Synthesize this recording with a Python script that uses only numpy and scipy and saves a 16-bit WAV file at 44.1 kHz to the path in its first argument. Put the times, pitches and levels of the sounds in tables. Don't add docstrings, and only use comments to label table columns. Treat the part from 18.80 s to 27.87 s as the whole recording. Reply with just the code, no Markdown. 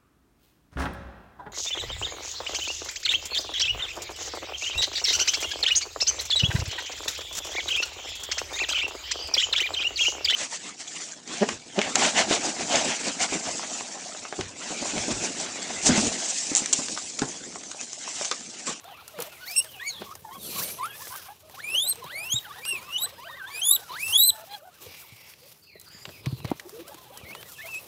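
import sys
import numpy as np
from scipy import signal
from scipy.io import wavfile
from scipy.ndimage import map_coordinates

SR = 44100
rng = np.random.default_rng(int(sys.argv[2]) if len(sys.argv) > 2 else 0)


def persist_wave(psi):
    counts = np.round(np.clip(psi, -1, 1) * 32767).astype(np.int16)
    wavfile.write(sys.argv[1], SR, np.atleast_2d(counts).T)


N = 399987

# [t/s, pitch f/Hz, fundamental level/dB, octave level/dB,
# third partial level/dB]
WHISTLE_CURVES = [
    [(0.6, 1345, -53, -72, -62), (0.618, 1502, -47, -60, -54), (0.646, 1466, -42.5, -52, -53),
     (0.66, 1675, -55, -57, -77), (0.682, 2150, -45, -35.5, -68), (0.7, 2325, -42, -48, -62),
     (0.732, 2530, -46, -40, -74), (0.76, 2820, -45, -50, -41), (0.764, 2690, -25, -33, -30),
     (0.769, 2725, -37, -29, -27.5), (0.782, 2807, -33, -28, -22), (0.802, 2730, -30, -35, -24),
     (0.814, 2910, -29, -66, -68), (0.82, 2840, -25, -70, -60)],
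    [(1.983, 1094, -51, -68, -66), (1.989, 1057, -35, -67, -68), (1.999, 988, -40, -56, -66),
     (2.013, 1005, -31, -60, -69), (2.031, 1082, -31.5, -48, -55), (2.057, 1364, -34.5, -55, -66),
     (2.071, 1387, -40, -57, -68), (2.087, 1590, -49, -60, -71), (2.105, 1650, -47, -50, -65),
     (2.125, 1664, -56, -52, -68), (2.155, 1760, -51, -53, -85), (2.173, 1760, -64, -66, -77)],
    [(2.76, 1013, -67, -74, -79), (2.782, 1085, -41.5, -73, -67), (2.806, 1815, -40, -48, -85),
     (2.818, 2050, -66, -48, -69), (2.842, 2313, -34.5, -63, -56), (2.94, 2725, -32.5, -45, -51),
     (2.948, 2880, -21, -48, -41.5), (2.996, 3335, -25, -35.5, -36), (3.058, 3790, -31, -40, -38),
     (3.076, 4010, -29, -29, -38), (3.102, 4270, -40, -28, -26.5), (3.126, 4090, -30, -24, -61)],
    [(3.21, 1102, -65, -73, -73), (3.23, 1013, -39.5, -57, -57.5), (3.25, 945, -44, -66, -60.5),
     (3.294, 1303, -47.5, -52, -51), (3.328, 1946, -39, -50, -66), (3.386, 2330, -37, -48, -51.5),
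     (3.486, 2780, -40, -53, -63), (3.522, 3240, -26.5, -28.5, -33.5), (3.552, 3680, -36.5, -28.5, -52),
     (3.566, 3790, -23, -43, -65), (3.588, 3823, -25.5, -36, -65)],
    [(4.015, 2350, -44, -66, -86), (4.06, 2585, -58, -60, -86), (4.12, 2740, -39, -64, -57),
     (4.128, 2784, -35.5, -50, -56), (4.144, 2900, -28.5, -46, -54), (4.168, 2994, -25, -40.5, -70),
     (4.178, 3080, -37, -52, -49), (4.188, 3720, -34, -37, -48), (4.204, 3720, -40, -51, -40),
     (4.222, 3840, -31, -36, -37), (4.234, 3890, -34.5, -27, -37.5), (4.258, 4070, -35, -37.5, -52)],
    [(4.375, 834, -63, -85, -79), (4.385, 933, -50, -59, -87), (4.433, 1065, -44, -54, -58),
     (4.461, 1517, -55, -49, -74), (4.477, 1550, -41, -49, -78), (4.493, 1924, -47.5, -57, -90),
     (4.541, 1800, -48, -49, -80), (4.565, 2080, -47, -80, -77), (4.591, 1835, -46, -49, -82),
     (4.621, 1500, -38.5, -75, -82), (4.669, 1653, -42, -51, -77), (4.69, 1890, -48, -46.5, -82)],
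    [(4.7, 2110, -46, -65, -85), (4.724, 2290, -47, -52, -60), (4.762, 2440, -36.5, -46.5, -52.5),
     (4.796, 2580, -38, -62, -48), (4.81, 2700, -47, -54, -51), (4.82, 3076, -21.5, -38.5, -53),
     (4.868, 3430, -32.5, -31, -24.5), (4.906, 3565, -31, -38, -23), (4.914, 3710, -24, -22, -17),
     (4.928, 3836, -24.5, -23, -25), (4.938, 3910, -22.5, -22, -22), (4.948, 3970, -31, -42, -23),
     (4.958, 3874, -29, -27, -27), (4.964, 3680, -21, -29, -30)],
    [(5.09, 1029, -49, -72, -51), (5.108, 960, -37, -82, -47), (5.148, 1254, -38, -55, -47),
     (5.2, 2290, -40.5, -47, -53), (5.238, 2603, -29.5, -52, -45.5), (5.3, 2720, -34.5, -48, -45),
     (5.314, 2725, -39, -39, -39.5), (5.326, 2880, -31.5, -41, -35), (5.344, 3270, -18, -31, -36),
     (5.356, 3395, -18, -28, -32), (5.37, 3441, -17, -36, -31), (5.378, 3640, -29, -28, -21),
     (5.388, 3769, -24.5, -32, -17), (5.414, 3870, -15.5, -33, -22), (5.44, 4020, -24.5, -18.5, -26),
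     (5.448, 4010, -21, -22, -25), (5.478, 4180, -29, -26, -19), (5.496, 4003, -15.5, -23, -26),
     (5.503, 4010, -16, -23, -23)],
    [(8.78, 1650, -59, -66, -61), (8.792, 1730, -45, -50, -73), (8.806, 1740, -44, -52, -61),
     (8.828, 2220, -48, -65, -83), (8.844, 2140, -43, -78, -72), (8.856, 2055, -43, -53, -83),
     (8.874, 2440, -45.5, -69, -60), (8.892, 2720, -42, -76, -90), (8.952, 2556, -36.5, -69, -51),
     (8.982, 2600, -32.5, -58, -55), (9.0, 2760, -53, -68, -75)],
    [(0.997, 1638, -40, -44, -78), (1.027, 1920, -35, -46.5, -74), (1.039, 2087, -42.5, -51, -105),
     (1.077, 2283, -34, -44, -31), (1.085, 2240, -35.5, -39, -30.5), (1.115, 2130, -57, -38, -49)],
    [(1.8, 1080, -55, -69, -63), (1.812, 1480, -41.5, -70, -55), (1.84, 2260, -49, -49, -64),
     (1.884, 2250, -55, -62, -71), (1.91, 2350, -45, -50, -63), (1.92, 2420, -75, -64, -71)],
    [(3.612, 1536, -63, -63, -83), (3.638, 2056, -55, -69, -66), (3.654, 1550, -47, -45, -73),
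     (3.688, 1260, -53, -76, -59), (3.71, 1130, -39.5, -66, -53), (3.74, 1360, -53, -62, -63)],
    [(3.815, 2250, -53, -74, -80), (3.848, 2420, -42, -44, -55), (3.866, 2830, -38.5, -53, -37.5),
     (3.91, 2795, -28, -50, -35.5), (3.934, 2680, -31.5, -45, -46), (3.962, 2540, -33, -65, -58),
     (4.0, 2160, -49, -58, -52)],
    [(5.67, 756, -58, -75, -81), (5.706, 807, -48, -65, -63), (5.75, 838, -43.5, -51, -60),
     (5.768, 777, -47.5, -58, -65), (5.775, 754.1, -44, -68, -84)],
    [(8.45, 1955, -54, -74, -79), (8.48, 2140, -49.5, -64, -88), (8.514, 2220, -42.5, -56, -76),
     (8.524, 2400, -48, -75, -90), (8.532, 2580, -40, -74, -81), (8.54, 2720, -44, -68, -87)],
    [(8.56, 2880, -53, -75, -89), (8.582, 3010, -54, -71, -67), (8.612, 3040, -51, -63, -62),
     (8.63, 3280, -56, -81, -77)],
]
WHISTLE_SLOPES = [-13, 4, -5.5, -4.5, -6, -1, -6, -4.5, -14, -21, -9, -8, -10, -3, -6, -1]
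# [f/Hz, level/dB]
MOUTH_COLOUR = [(1500, 8), (2450, -1), (3300, 14.5), (4000, 13.5), (5500, 7.5), (6800, 6), (8300, 9.5),
                (9800, 20), (11500, 14.5), (13500, 17), (16000, 11)]
# [start t/s, length t/s, first f/Hz, middle f/Hz, last f/Hz, level midway/dB]
CHATTER_NOTES = [(.045, 0.08, 681, 781, 824, -49.5), (0.11, 0.023, 760, 717, 710, -46.5),
                 (0.169, 0.065, 1060, 1440, 620, -53.5), (0.336, 0.053, 682, 580, 606, -46.5),
                 (.39, 0.022, 497, 470, 474, -32), (0.439, 0.054, 717, 570, 614, -50),
                 (0.683, 0.052, 802, 700, 655, -51), (0.839, 0.062, 599, 650, 555, -56),
                 (0.943, 0.046, 904, 774, 760, -55), (1.26, 0.078, 1130, 1085, 1155, -50.5),
                 (1.312, 0.023, 1140, 1216, 1350, -39), (1.442, 0.079, 898, 817, 925, -47),
                 (1.504, 0.08, 1010, 1108, 1080, -45.5), (1.757, 0.057, 1100, 1112, 1080, -40),
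                 (2.191, 0.042, 807, 1000, 1140, -47.5), (2.195, 0.077, 1760, 1760, 1590, -53),
                 (2.304, 0.057, 986, 1024, 1290, -45.5), (2.32, 0.085, 1476, 1570, 1330, -51.5),
                 (2.373, 0.076, 1810, 1655, 1190, -57), (2.455, 0.023, 1100, 1090, 1130, -50),
                 (2.484, 0.046, 743, 832, 877, -44), (2.628, 0.068, 616, 628, 630, -56.5),
                 (2.735, 0.03, 742, 810, 870, -50), (2.94, 0.021, 580, 563, 540, -45),
                 (3.032, 0.039, 604, 610, 645, -53.5), (3.171, 0.055, 450, 474, 440, -50),
                 (3.319, 0.034, 597, 600, 533, -49.5), (3.348, 0.046, 655, 720, 830, -53),
                 (3.406, 0.1, 785, 1000, 1070, -54.5), (3.664, 0.033, 844, 863, 950, -48),
                 (3.759, 0.033, 710, 730, 820, -50), (3.745, 0.072, 1510, 1800, 1880, -50.5),
                 (4.158, 0.06, 2650, 3000, 3230, -46), (4.265, 0.067, 1830, 1850, 1880, -62),
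                 (4.26, 0.03, 1010, 1120, 1220, -48.5), (4.407, 0.033, 2800, 3050, 3370, -56),
                 (4.688, .04, 2890, 3300, 3300, -53), (4.987, 0.051, 640, 830, 620, -56),
                 (4.598, .06, 1154, 903, 720, -59), (4.56, 0.051, 684, 960, 1280, -62),
                 (3.755, 0.046, 996, 950, 1070, -53), (3.922, 0.073, 1068, 1057, 1150, -52),
                 (3.978, 0.13, 973, 1087, 997, -54.5), (3.928, 0.013, 395, 394, 330, -39),
                 (4.072, 0.04, 1136, 1186, 1090, -47), (4.176, 0.097, 722, 1162, 1940, -49.5),
                 (4.23, 0.04, 673, 726, 850, -51), (4.445, 0.045, 600, 697, 630, -48.5),
                 (4.485, 0.036, 900, 1040, 1250, -47), (4.52, 0.07, 1480, 1530, 1570, -59),
                 (4.568, 0.057, 1000, 1240, 1010, -50), (4.664, 0.069, 980, 1110, 1126, -50),
                 (4.677, 0.032, 782, 1025, 905, -46.5), (4.69, 0.11, 1750, 1810, 1480, -58),
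                 (4.901, 0.047, 1107, 1180, 1190, -48.5), (4.933, 0.038, 1200, 1335, 1610, -56),
                 (4.965, 0.13, 1580, 1460, 1290, -56), (5.307, 0.051, 1150, 928, 845, -49.5),
                 (5.514, 0.12, 842, 874, 860, -52), (5.53, 0.027, 707, 674, 636, -49.5),
                 (5.532, 0.072, 1225, 1550, 1310, -57.5), (5.576, 0.074, 626, 657, 640, -49.5),
                 (5.814, 0.092, 546, 756, 707, -52.5), (5.891, 0.13, 1047, 1600, 1020, -66),
                 (6.06, 0.016, 513, 473, 467, -41), (6.219, 0.049, 1700, 1030, 860, -58.5),
                 (6.617, 0.058, 465, 525, 602, -57.5), (7.661, 0.038, 460, 562, 625, -50.5),
                 (7.81, 0.066, 852, 786, 870, -61), (7.851, 0.032, 362, 347, 385, -43.5),
                 (7.925, 0.084, 392, 473, 514, -44), (7.989, 0.04, 335, 332, 350, -42),
                 (8.089, 0.022, 565, 550, 577, -46), (8.112, 0.029, 815, 863, 740, -49),
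                 (8.142, 0.013, 340, 325, 320, -42.5), (8.165, 0.12, 1088, 1013, 795, -59.5),
                 (8.3, 0.017, 502, 530, 640, -46), (8.283, 0.1, 960, 987, 990, -59),
                 (8.319, 0.043, 770, 793, 885, -51.5), (8.754, 0.075, 2720, 2620, 2630, -53),
                 (8.837, 0.041, 691, 640, 666, -46), (8.868, 0.038, 700, 982, 1300, -51.5),
                 (8.65, 0.053, 1945, 1960, 1670, -57.5), (8.364, 0.028, 1084, 1310, 1240, -56),
                 (8.816, 0.065, 2900, 3150, 3220, -56)]
# [t/s, level/dB before the ring's gain, ring f/Hz, 60 dB decay t/s]
THUMP_HITS = [(0.379, -42, 180, 0.11), (1.206, -49, 220, 0.25), (1.419, -44, 140, 0.069),
              (1.578, -40.5, 197, 0.07), (1.797, -41, 156, 0.14), (2.289, -42, 91.5, 0.072),
              (3.246, -43, 152, 0.11), (3.535, -28, 125, 0.1), (5.283, -42, 102, 0.087),
              (5.501, -46.5, 90, 0.11), (6.062, -46, 94.5, 0.17), (6.318, -42.5, 116, 0.11),
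              (7.145, -40.5, 186, 0.036), (7.276, -35, 145, 0.061), (7.465, -18, 135.4, 0.11),
              (7.523, -19.5, 129, 0.082), (7.599, -41, 173, 0.048), (7.645, -11.5, 123, 0.028),
              (7.695, -30, 160, 0.04), (7.715, -9, 298, 0.017), (8.428, -31.5, 97, 0.05)]
# [t/s, level/dB before the common gain, low part level/dB, high part level/dB],
# parts relative to the middle
STALK_SNAPS = [(0.042, -45.5, 2, 15), (0.279, -37, -14, 16.5), (0.388, -33, 6, 6), (0.403, -37, -8, 21),
               (0.4098, -32, -1, -25), (0.422, -28.5, -11, 17.5), (0.699, -32.5, -17, 7),
               (0.8444, -31, -13, 8), (1.2191, -38, 8.5, -2), (1.353, -32, -9, 8.5),
               (2.058, -35, -23.5, 10), (2.154, -40, -20, 2), (2.271, -31.5, -4.5, -15),
               (2.36, -34.5, -9, 13), (2.697, -43.5, 1, 11), (2.783, -49, 3, 0), (3.1313, -44.5, 1, 22),
               (3.157, -39, -4, 12), (3.241, -35.5, -2.5, 10.5), (3.852, -26, -14.5, 6),
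               (4.028, -36.5, -4, 4), (5.104, -42, 3.5, -5), (5.732, -44, -20, -21), (5.7466, -41, -16, 5),
               (6.537, -36.5, -24, -3), (6.952, -71, -5, -13), (6.998, -64, -8, 37), (7.014, -46, -20, 17),
               (7.085, -68, 0, 34), (7.2534, -23, -15.5, -18), (7.291, -32.5, -13, -18),
               (7.4594, -21, -45, -4), (7.603, -40, -3, -9), (7.646, -31, 2, 0), (7.653, -25.5, -28, -4),
               (7.678, -52, -15, 18), (7.704, -46.5, 5, 19), (7.7145, -33.5, 9, -1), (7.797, -24, -28, -1),
               (7.894, -42.5, 0, 17), (8.08, -51.5, -14, 26), (8.144, -35, -9, 8), (8.374, -42.5, -7, 22),
               (8.413, -52, 8.5, -10), (8.507, -38, 1, -10), (8.526, -58, 7, -10), (8.55, -27, -7.5, -3),
               (8.629, -32, -11.5, -3), (8.72, -44, -19, 17)]
SNAP_FALLS = [0.017, 0.009, 0.009]
# [loudest t/s, length t/s, earth level/dB, straw level/dB, dry chaff level/dB]
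SCUFFLE_HITS = [(0.136, 1, -64, -55.5, -81), (0.423, 0.077, -49.5, -38.5, -41.5),
                (0.72, 0.14, -77, -54, -39.5), (0.93, 0.073, -59, -68, -59), (1.22, 0.062, -42, -41.5, -70),
                (1.306, 0.98, -64, -101, -53), (1.665, 0.26, -47.5, -71, -49),
                (1.8, 0.28, -42.5, -41.5, -35), (2.27, 0.34, -63, -55, -40), (2.945, 0.17, -53.5, -56, -47),
                (3.263, 0.07, -57, -47.5, -68), (3.537, 0.065, -54, -48, -53), (3.97, 0.15, -52, -48, -51),
                (4.233, 1, -59, -54.5, -56.5), (4.79, 0.28, -63, -49.5, -47),
                (4.973, 0.091, -58, -48.5, -63), (5.14, 0.082, -56.5, -44, -66),
                (5.286, 0.35, -64, -50, -40.5), (6.063, 0.27, -57, -55.5, -50.5),
                (6.66, 0.56, -63.5, -61, -55), (6.959, 0.015, -45.5, -73, -68),
                (7.29, 0.043, -43, -46, -62), (7.464, 0.045, -44.5, -43, -64),
                (7.694, 0.09, -58, -48.5, -58), (7.998, 1, -57.5, -56, -52.5),
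                (8.515, 0.35, -51.5, -60, -72), (8.758, 0.42, -86, -77, -48.5),
                (9.06, 0.32, -54.5, -67, -49)]
# [t/s, level/dB]
BUSTLE_LEVEL = [(0, -56.5), (.6, -49.5), (1.1, -51), (1.47, -57), (2.0, -49), (2.45, -50), (2.59, -61),
                (2.8, -47.5), (3.19, -51.5), (3.9, -48.5), (4.6, -56.5), (5.2, -52.5), (5.74, -50.5),
                (5.81, -61), (5.93, -60.5), (6.1, -52), (6.5, -53.5), (6.7, -80), (6.92, -79), (6.98, -69),
                (7.07, -53.5), (7.57, -54.5), (8.0, -58.5), (9.07, -48.5)]
# [f/Hz, relative level/dB per Hz]
EARTH_SPECTRUM = [(80, -6), (150, 7.5), (300, 1.5), (500, 12.5), (800, -33), (1300, -35), (2500, -41)]
# [f/Hz, relative level/dB per Hz]
STRAW_SPECTRUM = [(500, 3), (1000, 9), (1600, 1), (2400, 5.5), (3500, 8.5), (5000, -9), (8000, -51)]
# [f/Hz, relative level/dB per Hz]
CHAFF_SPECTRUM = [(2500, -41), (4500, -1.5), (6500, -1.5), (8000, -5.5), (11000, -3), (14000, 0),
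                  (16500, -8)]
# [f/Hz, width f/Hz before widening, relative level/dB]
SCRAPE_RESONANCES = [(4220, 200, 6), (5970, 170, 5.5), (7440, 86, 5), (9370, 360, 5), (10400, 91, 2),
                     (11350, 570, 6)]
# [t/s, level/dB]
SCRAPE_LEVEL = [(1.579, -54.5), (1.66, -37.5), (1.8, -35.5), (1.92, -41.5), (1.99, -48)]
# [f/Hz, width f/Hz before widening, relative level/dB]
RUSTLE_RESONANCES = [(2065, 30, 3.5), (2270, 83, 4.5), (2630, 110, 2), (3400, 86, -2), (4830, 200, -1),
                     (5500, 110, -1)]
# [t/s, level/dB]
RUSTLE_LEVEL = [(5.97, -77), (6.08, -53.5), (6.3, -55.5), (6.52, -54.5), (6.56, -62), (6.68, -59),
                (6.78, -71.5)]
# [t/s, level/dB]
HUDDLE_LEVEL = [(0, -56), (2.5, -56), (2.62, -68), (3.0, -54), (5.0, -54), (5.8, -61), (6.0, -85),
                (7.7, -80), (8.0, -60), (9.07, -60)]
# [start t/s, length t/s, first f/Hz, last f/Hz, level/dB, pitch spread as a share]
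FAR_SWEEPS = [(0.047, 0.17, 3630, 2246, -56, 0.044), (0.499, 0.11, 2740, 2050, -55, .03),
              (0.881, 0.14, 3200, 2374, -52.5, 0.032), (1.065, 0.14, 4470, 3310, -45, 0.033),
              (1.592, 0.16, 3810, 2280, -52.5, 0.024), (2.004, 0.16, 3750, 2426, -53.5, 0.015),
              (4.328, 0.17, 5140, 4700, -63, 0.015), (6.819, 0.22, 4540, 4010, -61, 0.025),
              (6.829, 0.11, 5020, 4680, -64, 0.011), (6.867, 0.11, 2715, 1970, -56.5, 0.052),
              (7.05, 0.18, 1400, 2140, -61.5, .09), (7.053, 0.19, 4730, 4940, -54.5, 0.033),
              (7.11, 0.2, 6900, 7500, -60.5, 0.036), (7.264, 0.18, 4920, 5000, -62, 0.025),
              (7.313, .1, 2650, 2240, -57, 0.043), (7.458, 0.14, 4950, 4650, -64, 0.022),
              (7.467, 0.19, 4400, 3990, -58.5, 0.026), (7.574, 0.15, 2865, 2010, -57, 0.033),
              (8.33, 0.15, 3420, 2154, -55.5, 0.028), (8.733, 0.062, 3270, 2420, -54, 0.039)]
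# [f/Hz, relative level/dB per Hz]
HUM_SPECTRUM = [(18, -47), (30, -51), (60, 5), (102, 4), (134, 4), (220, -10), (400, -3), (520, -35.5),
                (880, -120)]
# [t/s, level/dB]
HUM_LEVEL = [(0.0, -64), (0.81, -63), (1.51, -58.5), (1.77, -56), (2.58, -63), (3.31, -58), (4.95, -63),
             (5.33, -56), (5.68, -67), (6.77, -66), (7.15, -63), (7.6, -48), (7.73, -51), (7.8, -63.5),
             (8.87, -60), (9.07, -66)]

CUTOFF_HZ = 16000
PEN_T60_S, PEN_DB, FAR_T60_S = 0.23, -20, 0.46
EARTH_DB, STRAW_DB, CHAFF_DB = -15, -4, -2.5
SCUFFLE_RISE, SCUFFLE_EDGE_DB = 0.45, -11.5
FLICK_ABOVE_HZ, FLICK_S, FLICK_RATIO, FLICK_DB, FLICK_OVER_DB = 3400, 0.0036, 0.8, -1, -48


def amp(db):
    return np.exp(np.asarray(db) * np.log(10) / 20)


def rms_one(x):
    return x / np.sqrt(np.mean(x ** 2) + 1e-20)


def drift(rate_hz):
    r = np.exp(-16 * np.pi * rate_hz / SR)
    noise = rng.standard_normal(N // 8 + 1002)
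    slow = signal.lfilter([1], [1, -2 * r, r * r], noise)[1000:]
    return np.interp(np.arange(N) / 8, np.arange(len(slow)), rms_one(slow))


def band(x, low_hz, high_hz):
    return signal.sosfilt(signal.butter(2, [low_hz, high_hz], "band", fs=SR, output="sos"), x)


def coloured(source, spectrum, patchy_db):
    hz, db = np.transpose(spectrum)
    edges = np.geomspace(hz[0], hz[-1], int(2 * np.log2(hz[-1] / hz[0])) + 2)
    out = 0
    for k, (low, high) in enumerate(zip(edges, edges[1:])):
        level_db = np.interp(np.log(low * high) / 2, np.log(hz), db)
        out = out + amp(level_db + patchy_db * drift(9.3)) * band(source[k % 2], low, high)
    return rms_one(out)


def crackle(per_s, spread_db, hiss):
    sizes = amp(spread_db * np.minimum(rng.exponential(1, (2, N)), 5))
    signs = rng.choice([-1, 1], (2, N))
    born = rng.random((2, N)) < per_s * amp(6 * drift(20)) / SR
    return rms_one(sizes * signs * born) + hiss * rng.standard_normal((2, N))


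def note(rows, wobble, fade_s):
    s, hz, *levels = np.transpose(rows)
    at = np.arange(max(int((s[0] - fade_s) * SR), 0), min(int((s[-1] + fade_s) * SR), N))
    t = at / SR
    pitch_hz = np.interp(t, s, hz)
    phase = 2 * np.pi * np.cumsum(pitch_hz * (1 + wobble[at])) / SR
    to_edge_s = np.minimum(t - s[0], s[-1] - t)
    fade = np.clip(to_edge_s / (2 * fade_s) + .5, 0, 1) ** 2
    return at, phase, pitch_hz, [np.interp(t, s, column) for column in levels], fade


def echoes(x, t60):
    t = np.arange(int(.6 * SR)) / SR
    tail = rng.standard_normal(len(t)) * amp(-60 * t / t60) * (t > .004)
    return signal.fftconvolve(x, tail / np.sqrt(np.sum(tail ** 2)))[:N]


def whistles(tremble=0.0089, flutter_db=2.5, uneven=0.36, muffle_db=-20, breath_db=-28, hiss_db=-34, hoarse_db=8):
    out, wobble, air = np.zeros(N), tremble * drift(51.5), drift(170)
    flutter = [flutter_db * 1.59 * np.tanh(drift(62) / 1.33) for _ in range(4)]
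    hiss = band(rng.standard_normal(N), 3000, 15000)
    mouth_hz, mouth_db = np.transpose(MOUTH_COLOUR)
    for rows, slope_db in zip(WHISTLE_CURVES, WHISTLE_SLOPES):
        rows = list(rows)
        s, end_hz, first_db, octave_db, over_db = rows[-1]
        if end_hz > FLICK_ABOVE_HZ:
            rows.append((s + FLICK_S, end_hz * FLICK_RATIO, first_db + FLICK_DB,
                         octave_db + FLICK_OVER_DB, over_db + FLICK_OVER_DB))
        at, phase, hz, (first_db, octave_db, over_db), fade = note(rows, wobble, fade_s=.0045)
        out[at] += amp(np.maximum(first_db, over_db) + hiss_db) * fade * hiss[at]
        narrow = np.clip((2150 - hz) / 350, 0, 1)
        breath = amp(breath_db + hoarse_db * np.clip((1500 - hz) / 500, 0, 1))
        for k in range(1, min(9, int(CUTOFF_HZ / hz.min()) + 1)):
            if k < 3:
                level_db = [first_db, octave_db][k - 1]
            else:
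                colour_db = np.interp(k * hz, mouth_hz, mouth_db) - np.interp(3 * hz, mouth_hz, mouth_db)
                level_db = over_db + slope_db * (k - 3) + colour_db
            level_db = level_db + muffle_db * np.clip((k * hz - 4600) / 800, 0, 1) * narrow
            level_db = level_db + (1 + uneven * (k - 0.5)) * flutter[k % 4][at]
            rough = 1 + breath * k * air[at]
            partial = np.sin(k * phase) * (k * hz < .45 * SR)
            out[at] += np.sqrt(2) * amp(level_db) * fade * rough * partial
    return out


def chatter(tremble=.016, flutter_db=3.5, over_db=-8, tilt_db=-12.0, ends_db=1.0):
    out, wobble = np.zeros(N), tremble * (drift(70.5) + drift(26.6))
    flutter = flutter_db * drift(120.0)
    chances_db = rng.normal(0, 3, (len(CHATTER_NOTES), 4))
    for (s, length, first, middle, last, db), chance_db in zip(CHATTER_NOTES, chances_db):
        rows = [(s, first, db + ends_db), (s + length / 2, middle, db), (s + length, last, db + ends_db)]
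        at, phase, hz, (level_db,), fade = note(rows, wobble, fade_s=0.0079)
        open_mouth = np.clip((hz - 400) / 300, .1, 1)
        overtones = 0
        for k in range(2, 6):
            mouth_db = np.interp(k * hz, *np.transpose(MOUTH_COLOUR))
            overtone_db = over_db + tilt_db * (k - 1) + chance_db[k - 2] + mouth_db
            overtones = overtones + amp(overtone_db) * np.sin(k * phase)
        voice = np.sin(phase) + open_mouth * overtones
        out[at] += np.sqrt(2) * amp(level_db + open_mouth * flutter[at]) * fade * voice
    return out


def thumps(rise_cycles=0.44, sag=0.068, slap=0.49, knock=0.24, knock_hz=750, knock_s=0.0024):
    out, t = np.zeros(N), np.arange(12000) / SR
    for s, db, hz, t60 in THUMP_HITS:
        phase = 2 * np.pi * np.cumsum(hz * (1 - sag * (1 - np.exp(-t / 0.04)))) / SR
        swell = 1 - np.exp(-(t * hz / rise_cycles) ** 2)
        higher_mode = slap * np.exp(-t * hz) * np.sin(2.28 * phase)
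        ring = amp(db + 3.0 - 60 * t / max(t60, .02)) * swell * (np.sin(phase) + higher_mode)
        touch = knock * (hz / 270) ** 2 * np.exp(-t / knock_s) * np.sin(2 * np.pi * knock_hz * t)
        at = round(s * SR)
        out[at:at + len(t)] += ring + amp(db) * touch
    return out


def snaps(gain_db=-8, crack=0.82, crack_s=0.00039):
    parts, t = np.zeros((3, N)), np.arange(3000) / SR
    decay = amp(-20 * t / np.array(SNAP_FALLS)[:, None])
    decay = decay * (1 + crack * np.exp(-t / crack_s))
    noises = rng.standard_normal((len(STALK_SNAPS), len(t)))
    for (s, db, low_db, high_db), noise in zip(STALK_SNAPS, noises):
        at = round(s * SR)
        weights_db = np.array([[low_db], [0], [high_db]])
        parts[:, at:at + len(t)] += amp(db + gain_db + weights_db) * decay * noise
    out = np.zeros(N)
    bands = [(8.1, 305, 1230), (2.56, 1380, 5070), (0.64, 2900, 19000)]   # gain, f/Hz from and to
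    for part, (gain, low_hz, high_hz) in zip(parts, bands):
        out += gain * band(band(part, low_hz, high_hz), low_hz, high_hz)
    return out


def litter():
    t = np.arange(N) / SR
    bustle_db = np.interp(t, *np.transpose(BUSTLE_LEVEL))
    power = amp(bustle_db + np.array([[EARTH_DB], [STRAW_DB], [CHAFF_DB]])) ** 2
    for s, length, *levels_db in SCUFFLE_HITS:
        near = slice(max(int((s - 2 * length) * SR), 0), int((s + 2 * length) * SR))
        before, after = (s - t[near]) / SCUFFLE_RISE, (t[near] - s) / (1 - SCUFFLE_RISE)
        away = np.maximum(before, after) / length
        power[:, near] += np.outer(amp(levels_db), amp(SCUFFLE_EDGE_DB * away)) ** 2
    earth_gain, straw_gain, chaff_gain = np.sqrt(power)
    shared = amp(2.0 * drift(30))
    earth = coloured(crackle(600, spread_db=3.5, hiss=1.5), EARTH_SPECTRUM, patchy_db=1.8)
    straw = coloured(crackle(1500, spread_db=-1.0, hiss=2.2), STRAW_SPECTRUM, patchy_db=1.8)
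    chaff = coloured(crackle(5700, spread_db=3.5, hiss=0.73), CHAFF_SPECTRUM, patchy_db=1.8)
    return earth_gain * earth + shared * (straw_gain * straw + chaff_gain * chaff)


def scrape(resonances, level, widen, sag, patchy_db):
    s, level_db = np.transpose(level)
    out, at = np.zeros(N), np.arange(int(s[0] * SR), int(s[-1] * SR))
    noise, step = rng.standard_normal(2 * len(at)), np.arange(2 * len(at))
    rung = 0
    for hz, width, db in resonances:
        half_hz = widen * width / 2
        rung = rung + amp(db + patchy_db * drift(6.0)[step]) * band(noise, hz - half_hz, hz + half_hz)
    read = np.cumsum(np.linspace(1 + sag / 2, 1 - sag / 2, len(at)))
    friction = rms_one(map_coordinates(rung, [read], order=3))
    out[at] = amp(np.interp(at / SR, s, level_db)) * friction
    return out


def huddle(count=230, low_hz=450, high_hz=1900, glide=0.244, spread_db=7.5, second_db=-6):
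    out, wobble = np.zeros(N), 0.03 * (drift(87) + drift(25))
    for when, pitch, length, bend, loud in rng.random((count, 5)):
        s, hz = when * N / SR, low_hz * (high_hz / low_hz) ** pitch
        level_db = np.interp(s, *np.transpose(HUDDLE_LEVEL)) + spread_db * (2 * loud - 1)
        span_s = 0.0184 + 0.0435 * length ** 2
        end_hz = hz * (1 + glide * (3 * bend - 1))
        rows = [(s, hz, level_db), (s + span_s, end_hz, level_db)]
        at, phase, hz, (db,), fade = note(rows, wobble, fade_s=0.00513)
        overtones = amp(second_db) * (np.sin(2 * phase) + .5 * np.sin(3 * phase))
        out[at] += amp(db) * fade * (np.sin(phase) + overtones)
    return out


def far_sweeps(echo_db=-5):
    out, wobble, flutter = np.zeros(N), drift(220), 2.5 * drift(45)
    bend = [(0, 0.024), (.25, 0.15), (.75, 0.92), (1, 0.92)]
    for s, length, first, last, level_db, husk in FAR_SWEEPS:
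        rows = [(s + a * length, first + b * (last - first), level_db) for a, b in bend]
        at, phase, hz, (db,), fade = note(rows, husk * wobble, fade_s=0.0092)
        out[at] += np.sqrt(2) * amp(db + flutter[at]) * fade * np.sin(phase)
    return out + amp(echo_db) * echoes(out, FAR_T60_S)


def hum():
    level_db = np.interp(np.arange(N) / SR, *np.transpose(HUM_LEVEL))
    return amp(level_db) * coloured(rng.standard_normal((2, N)), HUM_SPECTRUM, patchy_db=1.0)


def scene():
    in_pen = whistles() + chatter() + huddle() + snaps()
    in_pen = in_pen + amp(PEN_DB) * echoes(in_pen, PEN_T60_S)
    dragging = scrape(SCRAPE_RESONANCES, SCRAPE_LEVEL, widen=3.5, sag=0.0097, patchy_db=3.5)
    rustle = scrape(RUSTLE_RESONANCES, RUSTLE_LEVEL, widen=2.9, sag=0.091, patchy_db=2.5)
    return (in_pen + thumps() + litter() + dragging + rustle + far_sweeps() + hum())[None]


def record(dry):
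    thin = signal.sosfilt(signal.butter(4, 65, "high", fs=SR, output="sos"), dry)
    return signal.sosfilt(signal.cheby2(16, 70, CUTOFF_HZ * 1.02, fs=SR, output="sos"), thin)


dry = scene()
out = record(dry)
persist_wave(out)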